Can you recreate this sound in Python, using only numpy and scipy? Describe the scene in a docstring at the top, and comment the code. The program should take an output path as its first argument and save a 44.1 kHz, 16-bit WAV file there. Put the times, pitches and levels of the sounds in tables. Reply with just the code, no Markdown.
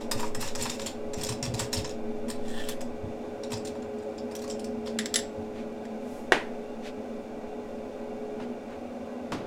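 """A cramped block-walled room, where a small pump circulates wort in a steel brewing kettle.
Up close a hand twists the return pipe in its fitting: grit sticks and slips, the seal squeals,
the hand bumps the rig, then steel clinks on steel. One hard knock follows, and two dull thumps
on a plastic bucket. Underneath, the motor hums, the impeller whines, turbulence rings the kettle
and the liquid runs back in a bubbly wash."""
import sys
import numpy as np
from scipy import signal
from scipy.fft import rfft, irfft
from scipy.io import wavfile
from scipy.ndimage import uniform_filter1d, map_coordinates

SR = 44100
rng = np.random.default_rng(int(sys.argv[2]) if len(sys.argv) > 2 else 0)


def output_pcm(signal):
    """Save a mono or channel-first signal as 16-bit PCM at the path in sys.argv[1].

    Samples are clipped to [-1, 1] before scaling.
    """
    pcm = np.clip(np.atleast_2d(signal).T, -1, 1) * 32767
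    wavfile.write(sys.argv[1], SR, np.round(pcm).astype(np.int16))


N = 417186


def undb(db):
    """Decibels to gain."""
    return 10 ** (np.asarray(db) / 20)


def unit(x):
    """Scale to rms 1."""
    return x / np.sqrt(np.mean(x ** 2) + 1e-20)


def crest(x):
    """Scale a hit so that its loudest 4 ms have rms 1."""
    return x / np.sqrt(uniform_filter1d(x ** 2, size=176, mode="constant").max())


def add(out, s, x):
    """Mix x into out from time s."""
    i = max(int(s * SR), 0)
    out[i:i + len(x)] += x[:len(out) - i]


def curve(rows):
    """Automation lane: straight lines between (seconds, value) points."""
    return np.interp(np.arange(N) / SR, *np.transpose(rows))


def fade(t, t60):
    """Exponential decay by 60 dB in t60 seconds."""
    return np.exp(-np.log(1000) * t / t60)


def stroke(start, length, attack_s, release_s):
    """Envelope of one hand movement: it builds up, holds and dies away."""
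    t = np.arange(N) / SR - start
    return np.clip(t / attack_s, 0, 1) * np.exp(-np.maximum(t - length, 0) / release_s)


def swell(s, half_length):
    """Bell-shaped envelope centred on time s."""
    return np.exp(-((np.arange(N) / SR - s) / half_length) ** 2 / 2)


def walk(rate):
    """Smooth random wander with rms 1, taking `rate` steps a second."""
    hold = int(SR / rate)
    steps = np.repeat(rng.standard_normal(N // hold + 1), hold)
    return unit(uniform_filter1d(uniform_filter1d(steps, hold), hold)[:N])


def colour(x, points, size=1024):
    """Minimum-phase EQ through the given (Hz, dB) points."""
    hz, db = np.transpose(points)
    bins_hz = np.fft.rfftfreq(size, 1 / SR)
    gain = undb(np.interp(np.log(bins_hz + 1), np.log(hz), db))
    cepstrum = irfft(np.log(gain))
    cepstrum[1:size // 2] *= 2
    cepstrum[size // 2 + 1:] = 0
    return signal.fftconvolve(x, irfft(np.exp(rfft(cepstrum))))[:len(x)]


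def band(x, hz, width):
    """One resonance, gain 1 at its centre."""
    return signal.lfilter(*signal.iirpeak(hz, hz / min(width, SR * .4), fs=SR), x)


def steep_band(x, hz, width):
    """The same resonance twice over: narrower, with steeper skirts."""
    return band(band(x, hz, width), hz, width)


def ring(t, modes):
    """Decaying modes; each blow weights them a little differently."""
    return sum(undb(db + 2 * rng.standard_normal()) * fade(t, t60) * np.sin(2 * np.pi * hz * t)
               * (-1) ** k for k, (hz, db, t60) in enumerate(modes))


def grit(count, rate, spread_db):
    """Stick-slip: about `rate` tiny clicks a second, of very uneven size."""
    chance, size = rng.random(count), rng.standard_normal(count)
    polarity = np.sign(rng.standard_normal(count))
    return (chance < rate / SR) * polarity * undb(spread_db * np.clip(size, -2, 2))


def room(x, wet_db):
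    """Direct sound plus the short dense echo of close walls, whose treble dies first."""
    t = np.arange(SR // 2) / SR
    noise = rng.standard_normal(len(t))
    low = signal.sosfilt(signal.butter(2, 3500, fs=SR, output="sos"), noise)
    high = signal.sosfilt(signal.butter(2, 3500, "high", fs=SR, output="sos"), noise)
    onset = np.clip(t / 0.0051 - .5, 0, 1)
    echo = (low * fade(t, t60=0.31) - high * fade(t, t60=0.18)) * onset
    return x + undb(wet_db) * signal.fftconvolve(x, echo / np.linalg.norm(echo))[:len(x)]


def strike(t, rattle, t60, wet_db):
    """One pressure spike with its room echo, and a brief rattle at the contact."""
    return room(1. * (t == 0), wet_db) + rattle * rng.standard_normal(len(t)) * fade(t, t60)


def ticks(decay_s, ring_s, spread_db, count):
    """Grains of grit let go one after another, each with its own short, high ring."""
    t, out = np.arange(SR // 40) / SR, np.zeros(SR // 4)
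    for when, pitch, size in rng.random((count, 3)):
        hz = 3000 * 3.4 ** pitch
        start = when ** 2 * 2 * decay_s
        gain = undb(-spread_db * size) * np.exp(-start / decay_s / 2)
        add(out, start, gain * np.sin(2 * np.pi * hz * t) * fade(t, ring_s))
    return out


# The thin, gritty EQ of the pipe scraping. Each row: frequency in Hz, gain in dB.
SCRAPE_EQ = [(530, -39.5), (900, 0.5), (944, 2), (1120, -3), (1420, -10.5), (1830, -1.5), (2140, -6.5),
             (2690, -1.5), (2930, -8.5), (3500, -6), (4400, -6.5), (5300, -0.5), (6410, -7.5), (7230, 0),
             (10900, -18), (12900, -14.5), (16000, -27)]
# The bright ring of the steel pipe. Each row: pitch in Hz, relative level in dB, t60 in seconds.
PIPE_MODES = [(1810, 0, .14), (2000, 1, 0.081), (3620, -2, 0.086), (3820, -9, .19), (5030, -4, 0.12),
              (5480, -8, 0.1), (5570, -13, 0.12), (6700, 4, 0.09), (7450, -5, 0.15), (7670, -2, 0.29),
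              (8920, 0, .1), (9900, 2, 0.12), (10930, 7, 0.11), (12100, -18, .12)]
def slip(body_db, edge_db):
    """A few ticks in a short burst of grinding; the steel pipe rings faintly with it."""
    t, decay_s = np.arange(SR // 4) / SR, .0085
    grind = grit(len(t), rate=6000, spread_db=6.5) * np.exp(-t / decay_s) * (1 - np.exp(-t / 0.0025))
    grains = ticks(decay_s, ring_s=.011, spread_db=23, count=18) * (1 - np.exp(-t / 0.0021))
    steel = crest(signal.fftconvolve(grind, ring(t, PIPE_MODES))[:len(t)])
    burst = colour(crest(grind) + crest(grains), SCRAPE_EQ)
    # a heavy slip shakes the fitting; a sharp edge adds treble
    burst = colour(burst, [(1200, body_db), (3500, 0), (6500, 0), (11000, edge_db)])
    return undb(-9) * crest(room(crest(burst) + undb(-26) * steel, wet_db=-7))


# Twists of the pipe in its fitting. Each row: start in seconds, length in seconds,
# relative level of the rubbing in dB, relative level of the small slips in dB.
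TWISTS = [(0, 0.013, -42, -37), (0.159, 0.11, -39, -28), (.39, 0.086, -34, -26.5),
          (0.573, 0.084, -34, -21.5), (0.681, .07, -39, -25), (0.784, 0.12, -45, -30),
          (1.161, 0.16, -39, -26), (1.43, 0.049, -44, -28.5), (1.565, .07, -35.5, -22),
          (1.717, .08, -37, -26.5), (1.832, 0.1, -56, -37), (2.438, 0.17, -58, -39),
          (3.196, 0.045, -68, -48), (3.462, .3, -70, -36), (3.969, 0.19, -69, -47.5),
          (4.303, 0.29, -69, -37), (4.845, .05, -50, -36)]
def rubbing():
    """How hard the pipe rubs in its fitting, twist after twist."""
    return sum(undb(db) * stroke(start, length, attack_s=0.021, release_s=0.03)
               for start, length, db, _ in TWISTS)


# The accents, where the pipe breaks loose. Each row: time in seconds, relative level in dB,
# low shelf for body in dB, high shelf for edge in dB.
LOUD_SLIPS = [(0.1141, -15.5, 6, 8.5), (0.1988, -26.5, 18, 13), (0.3483, -23.5, 11, 6), (0.409, -26, 4, 16),
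              (0.5521, -23.5, 8.5, 1), (0.625, -20, -7, 10), (0.797, -25.5, 11, 0), (0.8614, -21.5, 2, 4),
              (1.1353, -28, 7, -1), (1.2357, -21.5, -3, 11), (1.29, -20, 3.5, 2), (1.428, -19.5, 1, -2),
              (1.5405, -25.5, 3, 2), (1.5941, -20, 0, 7), (1.7306, -16.5, 2, 7), (1.7678, -25, -10, -16),
              (1.8459, -26, 7, -18), (1.8934, -32.5, 2, -2), (2.284, -32.5, 9, 4), (2.3011, -24, 3.5, 7),
              (2.6888, -23, 6.5, 14), (2.809, -32, 8, 8), (3.4353, -30, 0, -7), (3.518, -26, 6, 6),
              (3.5316, -26, 3, -6), (3.65, -32, 2, -2), (3.8214, -42, 2, -3), (4.181, -35.5, -1, -8),
              (4.353, -29, 1, 10), (4.4185, -36, 8, 9), (4.4998, -27, -9, -3), (4.6434, -32, 0, 2),
              (4.873, -31.5, 6, -8)]
def pipe_scrapes():
    """Fine grit and small, uneven slips run through each twist; now and then the pipe breaks loose."""
    sand = colour(grit(N, rate=1000, spread_db=5), SCRAPE_EQ)
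    out = undb(-5.5) * rubbing() * unit(room(sand, wet_db=4))
    for s, db, body_db, edge_db in LOUD_SLIPS:
        add(out, s - .002, undb(db) * slip(body_db, edge_db))
    slips_per_s = 20
    for start, length, _, db in TWISTS:
        count = max(round(length * slips_per_s), 1)
        for k in range(count):
            s = start + length * (k + rng.random()) / count
            size, weight = rng.standard_normal(2)
            add(out, s, undb(db + 2.5 * size) * slip(body_db=5.5 + 8.5 * weight, edge_db=2))
    return out


# The voice of the seal. Each row: mid-turn pitch in Hz, width in Hz, gain in dB.
SEAL_RESONANCES = [(1800, 120, 17.5), (2800, 185, 9), (3204, 220, 14), (3400, 73, 16), (3923, 49, 11),
                   (5340, 360, -4), (6850, 366, -12), (8040, 110, 5), (8500, 196, -2), (12800, 250, -11)]
def seal_squeal():
    """The seal rasps on the turning pipe and sings in unsteady resonances that sag as it slows."""
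    start_s, length_s = 2.38, .35
    drag = grit(N, rate=2000, spread_db=6)
    squeal = sum(undb(db + 3.5 * walk(39.93)) * band(drag, hz, width)
                 for hz, width, db in SEAL_RESONANCES)
    pitch_ratio = np.interp(np.arange(N) / SR, [start_s, start_s + length_s], [1.04, .96])
    song = unit(map_coordinates(squeal, [np.cumsum(pitch_ratio)], order=3, mode="mirror"))
    rasp = unit(room(colour(drag, SCRAPE_EQ), wet_db=3))
    turn = stroke(start_s, length_s, attack_s=.2, release_s=0.013)
    return undb(-45.5) * turn * (song + undb(-8) * rasp)


# A quick cluster of clinks and a faint straggler. Each row: start in seconds, level of the crack
# in dB, trim on the ring in dB, gain of the added body in dB.
CLINKS = [(4.9879, -24, 0, 18), (5.058, -29, -22, 8), (5.141, -22, 0, -17), (5.158, -19, 7, 4),
          (5.189, -31.5, -16, 2), (5.853, -47.5, -13, 18)]
# The bright EQ of the crack. 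Each row: frequency in Hz, gain in dB.
CLINK_EQ = [(590, -69), (1000, -12.5), (1960, -6.5), (2440, -12), (3580, 1.5), (4310, -3.5), (5380, 2.5),
            (6940, -7), (7530, 7), (8260, -9), (11300, -14), (11700, -17), (16000, -21)]
def steel_clinks():
    """Steel meets steel: a bright crack and the ringing pipe."""
    t, out = np.arange(SR // 2) / SR, np.zeros(N)
    for s, db, ring_db, body_db in CLINKS:
        crack = colour(strike(t, rattle=0.3, t60=0.036, wet_db=1), CLINK_EQ)
        body = undb(body_db) * band(crack, hz=1880, width=446)
        ringing = undb(ring_db - 13) * crest(ring(t, PIPE_MODES))
        add(out, s, undb(db) * (crest(crack + body) + ringing))
    return out


# The loudest hit of the scene. Each row: start in seconds, level in dB.
KNOCKS = [(6.3211, -9.5)]
# The mid-heavy EQ of its clack. Each row: frequency in Hz, gain in dB.
KNOCK_EQ = [(100, -14), (230, -11), (370, 3.5), (660, 0.5), (1000, -2.5), (1200, -8), (1550, -4.5),
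            (1950, -3.5), (2600, -9), (3600, -15), (5500, -22.5), (7500, -25.5), (10000, -31), (16000, -51)]
# The choked ring of the knocked part. Each row: pitch in Hz, relative level in dB, t60 in seconds.
KNOCK_MODES = [(370, -15, 0.073), (645, -9, 0.077), (1010, -12, 0.042), (1490, -15, 0.053),
               (1580, 10.5, 0.016), (1900, 11.5, 0.026), (2200, -13, 0.029)]
def hard_knock():
    """A hard blow on a well damped part, close by; it chatters for a moment and the walls answer."""
    t, out = np.arange(SR // 2) / SR, np.zeros(N)
    for s, db in KNOCKS:
        chatter = .08 * rng.standard_normal(len(t)) * np.exp(-(t / .006) ** 2)
        blow = strike(t, rattle=0.018, t60=0.34, wet_db=-2)
        clack = crest(colour(blow + chatter, KNOCK_EQ))
        body = undb(-3) * crest(ring(t, KNOCK_MODES))
        add(out, s, undb(db) * crest(clack + body))
    return out


# Dull thumps on the bucket. 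Each row: start in seconds, level of the thud in dB,
# click against the thud in dB, contact time in seconds.
THUMPS = [(8.401, -36.5, -36, 0.013), (9.321, -28, -14, 0.0082)]
# The dark EQ of the plastic. Each row: frequency in Hz, gain in dB.
BUCKET_EQ = [(60, -8), (120, 0), (300, 4.5), (550, -3.5), (1000, -4), (1600, -11), (3000, -16.5),
             (6000, -29), (16000, -58)]
def bucket_thumps():
    """Something meets the plastic bucket: a small click, then a hollow boom that lingers."""
    t, out = np.arange(SR // 2) / SR, np.zeros(N)
    for s, db, click_db, contact_s in THUMPS:
        push = rng.standard_normal(len(t)) * (np.exp(-t / contact_s) + .5 * fade(t, 0.56))
        thud = crest(colour(push, BUCKET_EQ))
        tap = strike(t, rattle=0.11, t60=0.035, wet_db=6.5)
        click = crest(steep_band(tap, hz=4200, width=5500))
        hollow = crest(steep_band(rng.standard_normal(len(t)), hz=190, width=210) * fade(t, 0.53))
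        add(out, s, undb(db) * (thud + undb(click_db) * click + undb(-5) * hollow))
    return out


# Soft, low bumps under the scrapes. Each row: start in seconds, level in dB, pitch in Hz.
BUMPS = [(0.151, -35, 111), (0.369, -37, 108), (1.171, -32, 102), (1.292, -30.5, 119), (1.423, -35, 126),
         (1.476, -29.5, 113), (1.534, -28.5, 113), (1.609, -36, 118.2), (1.77, -28.5, 104),
         (3.032, -33.5, 96), (3.525, -34.5, 110), (5.373, -40.5, 90.5)]
def hand_bumps():
    """The hand meets the rig softly; each contact swells into a few cycles of low boom."""
    t, out = np.arange(SR // 2) / SR, np.zeros(N)
    attack = 1 - np.exp(-t / 0.0064)
    for s, db, hz in BUMPS:
        rumble = unit(steep_band(rng.standard_normal(len(t)), hz=100, width=160)) * fade(t, 0.44)
        boom = np.sin(2 * np.pi * hz * t) * fade(t, 0.15) + 0.24 * rumble
        add(out, s, undb(db) * crest(attack * boom))
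    return out


# Light swishes of cloth. Each row: peak time in seconds, level in dB, half length in seconds,
# centre frequency in Hz.
BRUSHES = [(5.592, -52.5, 0.033, 2000), (6.146, -59.5, 0.077, 6400), (6.869, -45.5, 0.023, 2370),
           (8.428, -52, 0.019, 1900), (8.722, -51.5, 0.023, 1290)]
def sleeve_brushes():
    """A sleeve brushes past, its fibres making brief swells of broad noise."""
    fibres = rng.standard_normal(N)
    return sum(undb(db) * swell(s, half_length) * unit(steep_band(fibres, hz, width=1.5 * hz))
               for s, db, half_length, hz in BRUSHES)


# The hand easing off the pipe. Each row: time in seconds, release from 0 (held) to 1 (free).
LET_GO = [(0, 0), (5.2, 0), (6.3, 1), (9.46, 1)]
def grip_rumble():
    """The grip rumbles while the hand holds the pipe, and more as the pipe rubs."""
    hold = undb(-56.5) * (1 - curve(LET_GO)) + undb(-15.5) * rubbing()
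    rumble_eq = [(55, -14.5), (78, 0.5), (120, 0), (170, -10.5), (400, -30), (2000, -68)]
    return hold * unit(colour(rng.standard_normal(N), rumble_eq, size=8192))


# Sub-bass puffs of air. Each row: peak time in seconds, level in dB, half length in seconds.
ARM_SWEEPS = [(.25, -32, 0.54), (2.4, -32.5, 0.38), (6.847, -47, 0.83)]
def arm_draught():
    """Sweeps of the arm push air over the microphone, above a faint steady rumble."""
    air_eq = [(3, -12), (9, 18), (20, -16), (40, -19), (80, -61), (300, -73), (1000, -100)]
    air = unit(colour(rng.standard_normal(N), air_eq, size=16384))
    puffs = sum(undb(db) * swell(s, half_length) for s, db, half_length in ARM_SWEEPS)
    return (undb(-58) + puffs) * air


def pump_tone(hz, flutter_db, wander):
    """A motor line shaken by the uneven load on the impeller."""
    phase = 2 * np.pi * np.cumsum(hz * (1 + wander * walk(25))) / SR
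    return unit(np.sin(phase) * undb(flutter_db * walk(16)))


# The slow fader ride on the whine. Each row: time in seconds, level in dB.
WHINE_LEVEL = [(0, -41.5), (1.8, -40.5), (2.9, -42), (3.6, -40), (5, -39.5), (6.2, -44), (7.8, -44),
               (8.35, -39.5), (8.7, -49), (9.46, -43.5)]
# Brief dips on top of that ride. Each row: time in seconds, depth in dB.
WHINE_DIPS = [(.47, -15), (.68, -8), (.89, -13), (1.45, -17), (2.85, -10), (6.24, -6), (8.9, -25)]
def impeller_whine():
    """The impeller sings one near-steady note whose level drifts and dips briefly."""
    dips_db = sum(db * swell(s, half_length=0.039) for s, db in WHINE_DIPS)
    return undb(curve(WHINE_LEVEL) + dips_db) * pump_tone(422.6, flutter_db=1.38, wander=0.0022)


# The notes of the hum. Each row: pitch in Hz, base level in dB, flutter in dB,
# wander as a share of the pitch, level change in dB once the pipe is let go.
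MOTOR_TONES = [(244.2, -50, 4.5, 0.0078, -7), (224.7, -45.5, 4, 0.01175, -2),
               (322.3, -52.5, 1.5, 0.0019, -8.5), (550, -49.5, 2.5, 0.0056, -10.5)]
def motor_hum():
    """The motor's low, fluttering tones, which drop back as the hand lets go of the pipe."""
    released = curve(LET_GO)
    return sum(undb(db + change_db * released) * pump_tone(hz, flutter_db, wander)
               for hz, db, flutter_db, wander, change_db in MOTOR_TONES)


# The hollow voice of kettle and pipework. Each row: centre in Hz, nominal width in Hz, gain in dB.
KETTLE_RESONANCES = [(82.7, 19, -9), (98, 12, -15.5), (169, 36, -13), (225.5, 25, -1), (244, 15, 5.5),
                     (289.5, 18, -3), (342, 88, -17), (352, 67, -10), (427, 49, -8.5), (504.4, 28, -3.5),
                     (552.8, 34.5, 0), (602, 70, -9.5), (693.4, 42, -7.5), (754.5, 27, -8),
                     (841, 46, -10.5), (1012, 37, -15), (1127, 34, -19), (1250, 200, -24), (1437, 29, -19),
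                     (1526, 35, -19.5), (1639, 25, -21.5), (1953, 54, -24), (2323, 240, -25),
                     (2556, 81, -29), (2770, 46, -24), (3550, 54, -28)]
def kettle_churn():
    """Turbulence rings each resonance of the kettle and pipework with its own noise."""
    churn = sum(undb(db) * steep_band(rng.standard_normal(N), hz, 1.48 * width)
                for hz, width, db in KETTLE_RESONANCES)
    return undb(-41) * unit(churn)


# The broad EQ of running liquid. Each row: frequency in Hz, gain in dB.
FLOW_EQ = [(25, 2.5), (55, -21), (130, -34), (200, -2), (450, 5.5), (780, 2.5), (1100, -17), (1800, -15.5),
           (2500, -19), (3000, -18.5), (4700, -22), (6800, -24), (10000, -32.5), (16000, -39.5)]
def return_flow():
    """Wort runs back in an almost even wash, flecked with fine bubbles."""
    liquid = rng.standard_normal(N) + .5 * unit(grit(N, rate=1500, spread_db=-3.5))
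    return undb(-47 + 0.31 * walk(7.6)) * unit(colour(liquid, FLOW_EQ, size=4096))


# Strength of the churning, one fader for hum and churn. Each row: time in seconds, gain in dB.
PUMP_LOAD = [(0, 3), (.45, -1.5), (1.1, 1.5), (2, 1), (4, 1), (7.7, 1), (8.4, 1.5), (9.46, 1.5)]
def pump():
    """The bed of the scene: the whine, hum and churn that follow the load, and the returning wort."""
    return impeller_whine() + undb(curve(PUMP_LOAD)) * (motor_hum() + kettle_churn()) + return_flow()


def scene():
    """Pump, pipe, hits and arm movement in one mono mix, alike in both ears."""
    mono = pump() + pipe_scrapes() + seal_squeal()
    mono += steel_clinks() + hard_knock() + bucket_thumps() + hand_bumps()
    mono += sleeve_brushes() + grip_rumble() + arm_draught()
    return np.array([mono, mono])


def record(dry):
    """Round the loudest peak just under full scale and cut the top above 16 kHz."""
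    rounded = dry / (1 + (dry / .97) ** 8) ** (1 / 8)
    return signal.sosfilt(signal.ellip(8, .2, 70, 16000, fs=SR, output="sos"), rounded)


dry = scene()
out = record(dry)
output_pcm(out)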